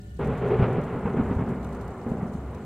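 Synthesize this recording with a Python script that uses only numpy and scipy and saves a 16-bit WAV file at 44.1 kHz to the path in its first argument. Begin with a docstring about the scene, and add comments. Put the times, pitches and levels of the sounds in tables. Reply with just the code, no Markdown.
"""Thunder breaks over a park in a night snowstorm and rolls away.
Shock waves from the crooked lightning channel arrive in peals: dense streams of clicks with echoes, coloured
as a deep roll, a hollow ring and a tearing crackle, lose varying treble to the air; single booms are fading sines.
Icy snow ticks close to the microphone as short noise bursts and ringing scratches.
Under it lie a low steady rumble and hum, faint thin tones and a hiss, all shaped from noise."""
import sys
import numpy as np
from scipy import signal
from scipy.fft import rfft, irfft
from scipy.io import wavfile
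from scipy.ndimage import uniform_filter1d, map_coordinates

SR = 44100
rng = np.random.default_rng(int(sys.argv[2]) if len(sys.argv) > 2 else 0)


def to_wav(sig):
    """Store sig (one row per channel, or 1-D mono) as 16-bit WAV at the path in sys.argv[1].

    Samples outside -1..1 are clipped; the rate is SR.
    """
    pcm = np.clip(np.atleast_2d(sig), -1, 1) * 32767
    pcm = np.round(pcm).astype(np.int16)
    wavfile.write(sys.argv[1], SR, pcm.T)  # frames by channels


N = 116865
T = np.arange(N) / SR  # time in seconds


# Colour of the deep roll at first, then later on: [pitch_hz, relative level_db per Hz]
DEEP_EARLY = [(20, -18.5), (45, -25), (80, -15), (125, 1), (180, -4.5), (215, -9.5), (250, -6), (305, -18),
              (420, -16), (800, -60), (2000, -92)]
DEEP_LATE = [(20, -21), (45, -12), (85, -10.5), (125, 2), (160, -4), (210, -1), (250, 1.5), (310, -12),
             (420, -16), (800, -53), (2000, -97.5)]
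LATE_FROM_S, LATE_FADE_S = 0.843, 0.3
LATE_SPREAD_DB = 3  # the later shocks are less even in size


def deep_roll():
    """Low-coloured shocks cross over, at equal power, to a later colour."""
    late = np.clip((T - LATE_FROM_S) / LATE_FADE_S, 0, 1)
    early_roll = np.sqrt(1 - late) * shocks(DEEP_EARLY)
    late_roll = np.sqrt(late) * shocks(DEEP_LATE, LATE_SPREAD_DB)
    return early_roll + late_roll


# Colour of the hollow ring before its pitch drifts: [pitch_hz, relative level_db per Hz]
HOLLOW = [(150, -42), (300, -29.5), (365, -7), (408, -1), (450, -6), (540, -16), (700, -31), (1500, -51.5),
          (3000, -88)]
# Pitch of the hollow ring along the way: [time_s, pitch_hz]
RING_PITCH = [(.2, 435.4), (.42, 425), (.53, 405), (.72, 420.3), (1.2, 405.5), (2.6, 393.3)]
RING_HZ = 408  # peak of the HOLLOW colour


def hollow_ring():
    """Shocks in a hollow resonance, read at a varying speed so that its pitch drifts."""
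    speed = np.interp(T, *np.transpose(RING_PITCH)) / RING_HZ
    place = np.cumsum(speed)
    return map_coordinates(shocks(HOLLOW), [place], order=3, mode="mirror")


# Colour of the tearing crackle: [pitch_hz, relative level_db per Hz]
CRACKLE = [(100, -17), (300, -19), (480, 1), (640, -0.5), (790, 0.5), (890, -3.5), (990, -2.5), (1130, -5),
           (1420, -6), (1630, -11.5), (2100, -12), (2800, -19), (3600, -27), (5000, -40), (9000, -54.5)]


def tearing_crackle():
    """Shocks coloured towards the middle pitches tear and crackle."""
    return shocks(CRACKLE)


def thunder():
    """Three streams of shocks swell with the peals, alike in both channels, and pass through the air."""
    deep, hollow, crackle = strength()
    peals = deep * deep_roll() + hollow * hollow_ring() + crackle * tearing_crackle()
    return through_air(peals)


# Peals, levels before the air: [start_s, length_s, deep_level_db, hollow_level_db, crackle_level_db]
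PEALS = [(0.189, 0.039, -34, -31, -51), (0.205, 0.032, -37, -46, -38), (0.255, 0.077, -28.5, -33, -45),
         (0.414, 0.065, -31.5, -26, -39), (0.498, 0.053, -42, -22, -34), (0.589, 0.029, -24.5, -28.5, -36),
         (0.618, 0.036, -26, -30, -30), (0.673, 0.13, -31, -31, -39.5), (0.924, 0.046, -29.5, -37.5, -42),
         (1.053, 0.029, -27.5, -33.5, -34.5), (1.092, 0.015, -29, -35.5, -42),
         (1.132, 0.013, -30, -27.5, -40.5), (1.162, 0.053, -24.5, -47, -36),
         (1.295, 0.033, -30.5, -34, -38.5), (1.384, 0.04, -26, -34.5, -37.5),
         (1.473, 0.058, -28.5, -37.5, -42), (2.057, 0.026, -28, -37.5, -41.5),
         (2.09, 0.066, -32.5, -40, -42.5), (2.165, 0.105, -34.5, -49.5, -41)]
# Long roll between the peals, levels before the air: [time_s, deep_level_db, crackle_level_db]
ROLL = [(.19, -32.5, -37.5), (.39, -33, -38), (.6, -26, -35), (.88, -32.5, -38), (1.02, -34.5, -38.5),
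        (1.25, -30, -37), (1.58, -33.5, -41.5), (1.8, -38, -41), (2.02, -42, -43), (2.3, -37, -43.5),
        (2.44, -39.5, -46), (2.56, -42.5, -44), (2.65, -41, -47)]
ROLL_RING_DB = -1  # hollow ring of the long roll, relative to its crackle
ATTACK_S, RELEASE_S = 0.0069, 0.013


def strength():
    """Gains of deep roll, hollow ring and crackle: the power of the peals adds to that of the long roll."""
    s, deep_db, crackle_db = np.transpose(ROLL)
    deep = amp(np.interp(T, s, deep_db))
    crackle = amp(np.interp(T, s, crackle_db))
    onset = np.clip((T - PEALS[0][0]) / ATTACK_S, 0, 1)
    power = (np.array([deep, crackle * amp(ROLL_RING_DB), crackle]) * onset) ** 2
    for start, length, *levels_db in PEALS:
        rise = np.clip((T - start) / ATTACK_S, 0, 1)
        fall = np.exp(-np.maximum(T - start - length, 0) / RELEASE_S)
        power += (amp(levels_db)[:, None] * rise * fall) ** 2
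    return np.sqrt(power)


SHOCKS_PER_S, SHOCK_SPREAD_DB = 9000, 2.4
EVEN_S = .024  # window over which swells are evened out
# echoes from the surroundings: first delay, time to fall 60 dB, summed energy against the direct shock
ECHO_S, ECHO_T60_S, ECHO_DB = .012, 0.65, -8


def shocks(points, spread_db=SHOCK_SPREAD_DB):
    """A steady stream of small shock waves and their echoes off the surroundings, in one colour."""
    t = T[:SR // 2]
    sparse = rng.standard_normal(len(t)) * (rng.random(len(t)) < .01)
    echo = sparse * (t > ECHO_S) * amp(-60 * t / ECHO_T60_S)
    echo *= amp(ECHO_DB) / np.linalg.norm(echo)
    echo[0] = 1  # the direct shock
    echoing = convolve(clicks(SHOCKS_PER_S, spread_db), echo)
    x = convolve(echoing, colour(points))[0]
    local_power = abs(uniform_filter1d(x ** 2, max(int(EVEN_S * SR), 1)))
    # dividing by the root of the local power evens the swells out
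    return x / np.sqrt(local_power + 1e-9)


# Treble lost in the air: [time_s, loss_db per kHz above 1 kHz]
AIR_LOSS = [(.19, 1), (.65, 1.4), (1.05, 3.5), (1.6, 4), (2.2, 7.5), (2.55, 3.5)]


def through_air(x):
    """The air takes treble by an amount that changes with the time of arrival."""
    hz, t, z = signal.stft(x, SR, nperseg=256)
    khz_above = np.maximum(hz / 1000 - 1, 0)
    db_per_khz = np.maximum(np.interp(t, *np.transpose(AIR_LOSS)), 0)
    loss_db = np.outer(khz_above, db_per_khz)
    return signal.istft(z * amp(-loss_db), SR, nperseg=256)[1][:N]


# Single strong shocks: [start_s, level_db of the sine, length_s of one swing up and down, shudder_s decay time]
BOOMS = [(.2462, -20.5, 0.0043, .002), (.2812, -19.5, 0.0059, 0.0026), (.595, -12.5, .0062, 0.0038),
         (.622, -13, 0.0084, 0.0025), (.7835, -17.5, 0.0057, 0.0034), (1.0545, -19, 0.0049, 0.016),
         (1.197, -16, 0.0046, 0.0075), (1.3105, -16, 0.0044, .007), (1.366, -18, 0.011, 0.0035),
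         (2.1172, -18, 0.006, .001), (2.2295, -19.5, 0.0065, 0.0015), (2.3515, -24.5, 0.0051, .003)]


def booms():
    """Each strong shock is a smooth pressure swing that shudders on at the same pitch as it fades."""
    out, t = np.zeros(N), T[:SR // 10]
    for s, db, length, shudder in BOOMS:
        fade = np.exp(-np.maximum(t - .75 * length, 0) / shudder)
        add(out, s, amp(db) * fade * np.sin(2 * np.pi * t / length))
    return out


# Colour of the snow grains: [pitch_hz, relative level_db per Hz]
GRAIN = [(500, -12), (2500, -5), (4000, 3.5), (5200, -3.5), (6300, 2), (7400, 1), (9000, -0.5), (10500, -8),
         (11600, -3), (15500, -11)]
# Small clumps of snow, level before the grain colour: [start_s, level_db, length_s, left_minus_right_db]
TICKS = [(0.168, -63, .004, 5), (0.243, -58.5, 0.008, 3.5), (0.272, -56.5, 0.004, .5),
         (0.371, -60.5, 0.011, 3), (0.46, -60, .004, 2.5), (0.48, -61, .008, 5),
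         (0.728, -58.5, 0.0041, 3.5), (.813, -60, 0.0033, 2.5), (0.833, -61, 0.009, 1),
         (1.235, -62, 0.0043, -1), (1.289, -64, .004, 2.5), (1.349, -62, 0.0046, 4),
         (1.487, -60, 0.0084, 4), (1.627, -61, 0.0046, -8), (1.644, -54, 0.0037, 3),
         (1.724, -60, 0.0073, 2), (1.747, -58, 0.004, 6), (1.81, -58, 0.0059, -1), (1.877, -59, .004, 5),
         (2.083, -63.5, 0.016, 1), (2.332, -60, 0.011, 0), (2.546, -58.5, 0.0039, -3)]
GRAINS_PER_S, GRAIN_SPREAD_DB = 370, 2.5  # in each channel
GRAINS_DB = -72.5  # before the tilt to the left
SNOW_LEFT_DB = 1.24  # left raised and right lowered by this much


def snow():
    """Icy grains patter near the microphone as clicks; clumps crumble in noise bursts as they land."""
    left, right = [clicks(GRAINS_PER_S, GRAIN_SPREAD_DB) * amp(GRAINS_DB + side * SNOW_LEFT_DB)
                   for side in (1, -1)]
    hits = np.array([left, right])
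    t = T[:SR // 10]
    for s, db, length, pan_db in TICKS:
        shape = np.sqrt(2 * t / length) * np.exp(.5 - t / length)  # peaks at 1, half a length in
        crumble = rng.standard_normal((2, len(t))) * shape
        add(hits, s, crumble * amp(db) * amp([[pan_db / 2], [-pan_db / 2]]))
    return convolve(hits, colour(GRAIN))


# Pitches over which the single ice grains are spread: [pitch_hz]
PING_PITCHES = [4500, 6800, 7400, 7600, 8600, 9300]
PINGS_PER_S, PING_SPREAD_DB = 100, 2  # in each channel
PING_S, PING_WIDTH_HZ = .0025, 1200  # decay time of the scratch, width of each resonance
PINGS_DB = -71.5  # before the tilt to the left


def pings(count=28):
    """Single ice grains scratch briefly: noise in a double resonance, each in one channel."""
    t, out = T[:SR // 20], np.zeros((2, N))
    size = amp(PING_SPREAD_DB * np.minimum(rng.exponential(1, (2, N)), 3))
    size *= rng.random((2, N)) < PINGS_PER_S / SR
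    kind = rng.integers(0, count, (2, N))
    given = np.linspace(0, 1, len(PING_PITCHES))
    pitches = np.interp(np.linspace(0, 1, count), given, PING_PITCHES)
    for k, hz in enumerate(pitches):
        scratch = rng.standard_normal(len(t)) * np.sqrt(t) * np.exp(-t / PING_S)
        pole = np.exp(np.pi * (2j * hz - PING_WIDTH_HZ) / SR)
        ping = signal.lfilter([1], np.poly([pole, pole]), scratch).real
        out += convolve(size * (kind == k), unit(ping))
    return amp(PINGS_DB) * unit(out) * left_tilt()


# Colour of the low rumble: [pitch_hz, relative level_db per Hz]
RUMBLE = [(20, -25), (42, -14.5), (66, 4.5), (90, -3), (130, -7.5), (165, -7.5), (215, -4.5), (260, -22.5),
          (300, -15), (360, -25), (500, -34), (700, -35.5), (870, -41), (1400, -45.5), (2100, -45.5),
          (2700, -49), (6000, -65)]
RUMBLE_DB = -40.5
HUM_HZ, HUM_WIDTH_HZ, HUM_DB = 64.1, 4.9, -43.5


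def rumble_and_hum():
    """Low distant rumble of shaped noise with a wavering hum, alike in both channels."""
    return amp(RUMBLE_DB) * noise(RUMBLE) + amp(HUM_DB) * tone(HUM_HZ, HUM_WIDTH_HZ)


# Colour of the faint hiss: [pitch_hz, relative level_db per Hz]
HISS = [(60, 14), (300, 13.5), (420, 14.5), (500, 3.5), (750, 7), (880, -4), (2300, -1), (3100, 4),
        (4000, 4), (5200, -2.5), (7500, -3), (9000, -0.5), (10500, -9.5), (11600, -12.5), (13500, -6.5),
        (15500, -5)]
HISS_DB = -64  # before the tilt to the left


def hiss():
    """Faint shaped noise, separate in each channel."""
    return amp(HISS_DB) * noise(HISS, channels=2)


# Faint tones, level before the tilt: [pitch_hz, width_hz, level_db, left-right likeness from -1 to 1]
RINGING = [(406, 17, -63, 0.96), (576, 14, -66, 0.71), (739, 11, -66.5, -0.25), (1438, 35, -67, -.7),
           (1773, 38, -64, -0.69), (2940, 52, -73, -0.14), (7400, 150, -81, -0.1)]


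def ringing():
    """Thin lasting tones, each with its own likeness between the channels."""
    out = np.zeros((2, N))
    for hz, width, db, likeness in RINGING:
        left, other = tone(hz, width, channels=2)
        right = likeness * left + np.sqrt(1 - likeness ** 2) * other
        out += amp(db) * np.array([left, right])
    return out


def background():
    """Rumble and hum in the middle; hiss and thin tones lean to the left."""
    return rumble_and_hum() + (hiss() + ringing()) * left_tilt()


def left_tilt():
    """Channel gains that lean a sound to the left, as the snow does."""
    return amp([[SNOW_LEFT_DB], [-SNOW_LEFT_DB]])


def amp(db):
    """Decibels to gain."""
    return 10 ** (np.asarray(db) / 20)


def unit(x):
    """Scales to rms 1."""
    return x / np.sqrt(np.mean(x ** 2) + 1e-20)


def add(mix, s, sound):
    """Mixes a sound in at a time in seconds."""
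    part = mix[..., max(round(s * SR), 0):][..., :sound.shape[-1]]
    part += sound[..., :part.shape[-1]]


def convolve(x, response):
    """Filters one or two channels with an impulse response."""
    return signal.fftconvolve(np.atleast_2d(x), np.atleast_2d(response), axes=1)[:, :N]


def colour(points, size=8192):
    """Causal (minimum-phase) impulse response of energy 1 with the given spectrum shape."""
    hz, db = np.transpose(points)
    bins_hz = abs(np.fft.fftfreq(size, 1 / SR))
    log_gain = np.log(amp(np.interp(np.log(bins_hz + 1), np.log(hz), db)))
    spectrum = np.exp(np.conj(signal.hilbert(log_gain)))
    response = np.fft.ifft(spectrum).real[:size // 2]
    return response / np.linalg.norm(response)


def clicks(per_s, spread_db):
    """Randomly timed clicks of uneven size and either sign, at rms 1."""
    size = amp(spread_db * np.minimum(rng.exponential(1, N), 4))
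    sign = rng.choice([-1., 1.], N)
    return unit(size * sign * (rng.random(N) < per_s / SR))


def noise(points, channels=1):
    """Steady noise of rms 1 with the given spectrum shape."""
    hz, db = np.transpose(points)
    gain = amp(np.interp(np.log(np.fft.rfftfreq(N, 1 / SR) + 1), np.log(hz), db))
    return unit(irfft(rfft(rng.standard_normal((channels, N))) * gain, N))


def tone(hz, width_hz, channels=1):
    """Wavering tone of rms 1: noise in one narrow resonance, at half gain one width off its pitch."""
    gain = 1 / (1 + ((np.fft.rfftfreq(N, 1 / SR) - hz) / width_hz) ** 2)
    return unit(irfft(rfft(rng.standard_normal((channels, N))) * gain, N))


def scene():
    """Thunder over the snowy park, from the main source to the background."""
    return thunder() + booms() + snow() + pings() + background()


EDGE_HZ = 15750


def record(dry):
    """The recorder's band limit: a low-pass at its upper edge."""
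    low_pass = signal.firwin(511, EDGE_HZ, window=("kaiser", 9), fs=SR)
    return signal.oaconvolve(dry, low_pass[None], "same")


dry = scene()
out = record(dry)
to_wav(out)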